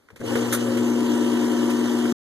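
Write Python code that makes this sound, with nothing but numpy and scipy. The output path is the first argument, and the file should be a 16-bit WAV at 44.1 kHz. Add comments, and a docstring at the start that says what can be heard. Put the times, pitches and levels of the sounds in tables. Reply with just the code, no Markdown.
"""Electric can opener, close by.

The lever bumps and clicks down, the motor labours, and the blade crunches through the lid.
Mains hum, rotor tones and grinding gears then run steadily while the can turns,
with a few knocks ringing the housing and can, until the sound stops short."""
import sys
import numpy as np
from scipy import signal
from scipy.fft import rfft, irfft
from scipy.io import wavfile
from scipy.ndimage import uniform_filter1d

SR = 44100
rng = np.random.default_rng(int(sys.argv[2]) if len(sys.argv) > 2 else 0)


def inscribe(sig):
    """Save sig as 16-bit PCM at rate SR to the path in sys.argv[1].

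    A 1-D sig is mono; a 2-D sig holds one channel per row.
    Samples are clipped to [-1, 1] before scaling.
    """
    pcm = np.round(np.clip(np.atleast_2d(sig).T, -1, 1) * 32767)
    wavfile.write(sys.argv[1], SR, pcm.astype(np.int16))


N = 105840
TIME_S = np.arange(N) / SR
BINS_HZ = np.fft.rfftfreq(N, 1 / SR)
HUM_HZ, ROTOR_HZ = 120, 55.18  # magnetic pull at twice the mains frequency; full rotor speed

# Lever, blade and can knocks. Each row: start in seconds, thud in dB, clank in dB, tick in dB.
KNOCKS = [(0.087, -67.5, -48, -68), (.103, -54.5, -46, -60), (0.16, -49, -48, -45), (.194, -57, -54, -54),
          (0.204, -43, -57.5, -47.5), (0.214, -34.5, -41.5, -65), (.356, -22, -21.5, -34),
          (0.772, -41.5, -41.5, -32), (1.704, -44.5, -34, -31), (2.055, -45, -32, -46)]
# Each row: frequency in Hz, phase lead of left over right in radians.
LEFT_LEAD_RAD = [(0, 0), (278, 0), (295, -1.5), (305, -.3), (322, 1.1), (334, -.4), (360, .2), (600, 0),
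                 (1550, 0), (2450, -3.14), (2820, -3.14), (3700, -6.28), (4200, -6.28), (5200, -9.42),
                 (14200, 12.4)]
# Each row: frequency in Hz, level of left over right in dB.
BALANCE_DB = [(30, 0.5), (100, 5.5), (240, 6.5), (292, 8.5), (305, 3.5), (335, 2.5), (440, 5), (690, 3.5),
              (1270, -1), (2340, -2.5), (8000, 1)]


def amp(db):
    """Decibels to gain."""
    return 10 ** (np.asarray(db) / 20)


def unit(x):
    """Scale to unit rms."""
    return x / np.sqrt(np.mean(x ** 2) + 1e-20)


def lookup(table, hz=BINS_HZ):
    """Interpolate a table over log frequency."""
    points_hz, values = np.transpose(table)
    return np.interp(np.log(hz + 1), np.log(points_hz + 1), values)


def envelope(table, column=1):
    """Gain over time from a dB column, silent before the first row."""
    columns = np.transpose(table)
    return amp(np.interp(TIME_S, columns[0], columns[column], left=-120))


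def strike(start_s, db, decay_s):
    """Envelope of a blow: instant attack, exponential decay."""
    return amp(db) * (TIME_S >= start_s) * np.exp(-abs(TIME_S - start_s) / decay_s)


def drift(rate_hz):
    """Smooth random motion, unit rms."""
    return unit(irfft(rfft(rng.standard_normal(N)) * np.exp(-(BINS_HZ / rate_hz) ** 2), N))


def noise():
    """Two independent white noises."""
    return rng.standard_normal((2, N))


def radiate(drive, colour):
    """Filter two noise streams at constant power and spread them in stereo."""
    # Each row: frequency in Hz, left-right correlation from 0 to 1.
    correlation = [(30, 0.32), (120, 0.61), (600, 0.49), (1300, 1), (2000, 0.41), (2420, 1), (2880, 1),
                   (3300, 0.37), (3900, .93), (4500, 0.76), (14000, .5)]
    common, separate = rfft(drive) * unit(colour)
    share = np.clip(lookup(correlation), 0, 1)
    lead_rad = np.interp(BINS_HZ, *np.transpose(LEFT_LEAD_RAD))
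    right = (share * common + np.sqrt(1 - share ** 2) * separate) * np.exp(-1j * lead_rad)
    tilt = amp(lookup(BALANCE_DB) / 2)
    return irfft(np.array([common * tilt, right / tilt]), N)


def tone(cycles, hz, db, balance_db, waver=.11):
    """Stereo sine of wavering strength; hz sets only the left-right phase."""
    lag_rad = np.interp(hz, *np.transpose(LEFT_LEAD_RAD)) * np.array([[-1], [2]]) / 3
    strength = amp(db) * np.sqrt(2) * unit(1 + waver * drift(rate_hz=22))
    pan = amp(np.array([[balance_db], [-balance_db]]) / 2)
    return pan * strength * np.sin(2 * np.pi * cycles - lag_rad)


def room():
    """Faint, mostly low kitchen noise."""
    # Each row: frequency in Hz, relative density in dB.
    spectrum = [(25, -9.5), (80, -3.5), (150, -10), (300, 1), (700, -9.5), (1500, -9.5), (3000, -17.5),
                (14000, -25.5)]
    return amp(-62.5) * radiate(noise(), amp(lookup(spectrum)))


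def lever():
    """Pressing the lever bumps the opener against the counter."""
    # Each row: frequency in Hz, relative density in dB.
    spectrum = [(30, -22), (70, -9), (95, 0.5), (140, -13.5), (230, -6.5), (500, -16.5), (1500, -39),
                (8000, -65)]
    return radiate(noise() * strike(start_s=.13, db=-48, decay_s=.032), amp(lookup(spectrum)))


def knocks():
    """Each knock is a housing thud, a can clank and a bright tick."""
    # Spectra. Each row: frequency in Hz, relative density in dB.
    thud = [(60, -33), (120, -12.5), (230, -9.5), (340, -2), (460, 5.5), (650, -10), (2000, -42),
            (8000, -72.5)]
    clank = [(200, -22), (900, -7.5), (1500, 5), (2100, -3.5), (3500, -15.5), (12000, -33)]
    tick = [(300, -14), (2000, 4), (4000, -7), (7000, -6), (14000, -12)]
    starts_s, *part_levels_db = np.transpose(KNOCKS)
    out = np.zeros((2, N))
    for levels_db, spectrum, decay_s in zip(part_levels_db, (thud, clank, tick), (.018, .007, .02)):
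        blows = sum(strike(start_s, db, decay_s) for start_s, db in zip(starts_s, levels_db))
        out += radiate(noise() * blows, amp(lookup(spectrum)))
    return out


def ringing():
    """Each thud briefly rings the housing and can."""
    # Each row: frequency in Hz, level relative to the thud in dB, decay in seconds.
    modes = [(460, -3.5, 0.034), (1553, -8, 0.0049)]
    ring = sum(strike(start_s, thud_db + db, decay_s) * np.sin(2 * np.pi * hz * (TIME_S - start_s))
               for start_s, thud_db, *_ in KNOCKS for hz, db, decay_s in modes)
    return np.sqrt(2) * ring


def puncture():
    """The blade tears the lid: quick cracks merge into one crunch."""
    # Each row: start in seconds, level in dB.
    cracks = [(.516, -34), (0.5253, -19), (.5305, -20), (0.536, -20), (0.5469, -20)]
    # Each row: frequency in Hz, relative density in dB.
    spectrum = [(40, -16), (400, -5.5), (900, -7.5), (1350, 4), (1900, 0), (2700, -7), (3800, -4.5),
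                (5000, -11.5), (6400, -1.5), (7800, -9), (9200, -1.5), (14000, -5)]
    tear = np.sqrt(sum(strike(start_s, db, decay_s=.012) ** 2 for start_s, db in cracks))
    return radiate(noise() * tear, amp(lookup(spectrum)))


def housing():
    """The housing groans and the hum deepens while the blade is forced in."""
    # Each row: centre in Hz, width in Hz, level at full strain in dB.
    resonances = [(108, 14, -46), (310, 65, -40.5), (459, 45, -37.5), (535.3, 27, -37)]
    # Each row: time in seconds, gain in dB.
    strain = [(.19, -43), (.22, -8), (.28, 0), (.37, -3), (.46, 0), (.57, -2), (.63, -2), (.82, -5),
              (.95, -15), (2.12, -24)]
    groan = sum(amp(db) * radiate(noise(), 1 / (1 + (2 * (BINS_HZ - hz) / width_hz) ** 2))
                for hz, width_hz, db in resonances)
    load_hum = tone(HUM_HZ * TIME_S, HUM_HZ, db=-40, balance_db=lookup(BALANCE_DB, HUM_HZ))
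    return envelope(strain) * (groan - load_hum)  # minus: in phase with the motor's hum


def scrape(drive):
    """Scraping brightens in short patches; the casing adds many narrow resonances."""
    patch_db, patch_hz, patch_s = 1.94, 603.4, .03
    ripple_db, ripple_hz = 2.5, 45
    hz, frames_s, cells = signal.stft(drive, SR, nperseg=256)
    patches = uniform_filter1d(rng.standard_normal(cells.shape[1:]), round(patch_hz / hz[1]), axis=0)
    patches = unit(uniform_filter1d(patches, round(patch_s / frames_s[1]), axis=1))
    treble_weight = np.minimum(hz / 3500, 1)[:, None]
    _, patchy = signal.istft(cells * amp(patch_db * patches * treble_weight), SR, nperseg=256)
    ripple = unit(uniform_filter1d(rng.standard_normal(len(BINS_HZ)), round(ripple_hz / BINS_HZ[1])))
    return unit(irfft(rfft(patchy[:, :N]) * amp(ripple_db * ripple), N))


def gears(turns):
    """Teeth rub once per mesh, with specks of grit; the housing rumbles along."""
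    # Each row: time in seconds, rumble gain in dB, grinding gain in dB.
    effort = [(.195, -40, -32), (.21, -6, -21), (.245, 9, -4.5), (.265, -8, -0.5), (.37, 6, 4),
              (.44, 4.5, 2.5), (.5, 0.5, 1.5), (.6, 4.5, 1.5), (.85, 3, 0), (1.4, 1.5, 1), (1.72, 2.5, 1),
              (2.12, 1.5, 1)]
    # Spectra. Each row: frequency in Hz, relative density in dB.
    rumble_spectrum = [(25, -35.5), (70, -30.5), (110, -10.5), (150, -18), (220, -8), (320, -3.5),
                       (385, -5.5), (440, -1.5), (570, -4), (650, -17), (1200, -41.5), (4000, -66.5)]
    grind_spectrum = [(150, -25.5), (640, -5), (720, 5.5), (850, 3), (980, 0), (1200, 1.5), (2000, -3),
                      (2350, -5.5), (2670, -3), (2900, 1), (3500, -7), (4400, -11), (5500, -9.5),
                      (6500, -8), (8000, -10.5), (9500, -16.5), (11500, -12.5), (12000, -18), (14000, -19)]
    teeth, flicker_db = 8, .45
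    grit_per_s, grit_spread_db, grit_decay_s = 410, 4, .001
    mesh = 1 + .15 * np.cos(2 * np.pi * teeth * turns)
    once_per_turn = 1 + .09 * np.cos(2 * np.pi * turns)
    rub = unit(mesh * once_per_turn * amp(flicker_db * drift(rate_hz=70)))
    hits = rng.random(N) < grit_per_s / SR
    specks = hits * amp(grit_spread_db * np.minimum(rng.exponential(1, N), 4))
    grit = unit(signal.lfilter([1], [1, -np.exp(-1 / (grit_decay_s * SR))], specks))
    grind = radiate(scrape(noise() * rub + .3 * noise() * grit), amp(lookup(grind_spectrum)))
    rumble = radiate(noise() * rub, amp(lookup(rumble_spectrum)))
    return amp(-38) * rumble * envelope(effort, column=1) + amp(-35) * grind * envelope(effort, column=2)


def rotor_turns():
    """Running turn count: the rotor spins up, sags under the first cut and wanders slightly."""
    start_s, spin_up_s, wander_hz = .2, .03, .066
    sag_depth_hz, sag_at_s, sag_width_s = .3947, .777, .2197
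    spin_up = 1 - np.exp(-np.maximum(TIME_S - start_s, 0) / spin_up_s)
    sag_hz = sag_depth_hz * np.exp(-((TIME_S - sag_at_s) / sag_width_s) ** 2)
    return np.cumsum(spin_up * (ROTOR_HZ - sag_hz + wander_hz * drift(rate_hz=7.8))) / SR


def motor(turns):
    """Magnetic hum with gear and rotor tones; each turn pushes the hum early and late, so it purrs."""
    # Each row: multiple of HUM_HZ, level in dB, left over right in dB.
    hum_harmonics = [(1, -49.5, 4), (2, -23.5, 3.5), (3, -32.5, 8), (4, -53.5, 1.5), (5, -51.5, 4.5)]
    # Each row: frequency at full speed in Hz, level in dB.
    gear_tones = [(278.4, -44), (333.4, -39.5), (343.2, -40), (398.4, -49), (453.4, -48), (110.4, -56),
                  (535, -51), (715, -53), (824, -55), (977.4, -50), (1004.7, -53)]
    # Rotor harmonics and hum sidebands. Each row: rotor multiple, hum multiple, level in dB.
    rotor_tones = [(1, 2, -31), (-1, 3, -32.5), (-3, 4, -42), (8, -1, -35.5), (4, 1, -38), (2, 2, -45),
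                   (8, 0, -41), (15, 1, -43.5), (18, 0, -47), (5, 0, -46), (1, 3, -47), (-1, 4, -46),
                   (-3, 5, -47), (8, 1, -48), (4, 0, -50), (15, -1, -49.5), (16, 0, -52), (19, 0, -55),
                   (20, 0, -56), (21, 0, -55), (24, 0, -51), (25, 0, -54), (28, 0, -58), (30, 0, -57),
                   (32, 0, -52)]
    # Each row: time in seconds, hum gain in dB, gear and rotor gain in dB.
    run_gains = [(.2, -17, -24), (.28, -12.5, -5.5), (.36, -1, -5.5), (.51, -7, -5), (.58, -4.5, -9),
                 (.66, -1.5, -7.5), (.82, 1, -3), (1.15, 0, 0.5), (1.65, 0, -0.5), (2.12, 0, -2.5)]
    hum_cycles = HUM_HZ * TIME_S
    hum = sum(tone(k * hum_cycles + (k == 1) / 2, k * HUM_HZ, db, balance_db, waver=.058)
              for k, db, balance_db in hum_harmonics)
    partials = [(turns * hz / ROTOR_HZ + rng.random(), hz, db) for hz, db in gear_tones]
    for rotor_k, hum_k, db in rotor_tones:
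        # Nearest sidebands take opposite signs for an even purr.
        offset_cycles = (rotor_k < 0) / 2 if abs(rotor_k) == 1 else rng.random()
        cycles = rotor_k * turns + hum_k * hum_cycles + offset_cycles
        partials.append((cycles, rotor_k * ROTOR_HZ + hum_k * HUM_HZ, db))
    whirr = sum(tone(cycles, hz, db, lookup(BALANCE_DB, hz)) for cycles, hz, db in partials)
    return hum * envelope(run_gains, column=1) + whirr * envelope(run_gains, column=2)


def scene():
    """The opener in a quiet kitchen."""
    turns = rotor_turns()
    return motor(turns) + gears(turns) + housing() + lever() + knocks() + ringing() + puncture() + room()


def record(dry):
    """Abrupt stop, then a low-pass."""
    stop_s, fade_s, cutoff_hz = 2.127, .003, 14100
    gate = np.clip((stop_s - TIME_S) / fade_s, 0, 1)
    low_pass = signal.firwin(511, cutoff_hz, window=("kaiser", 9), fs=SR)
    return signal.oaconvolve(dry * gate, low_pass[None], "same")


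dry = scene()
out = record(dry)
inscribe(out)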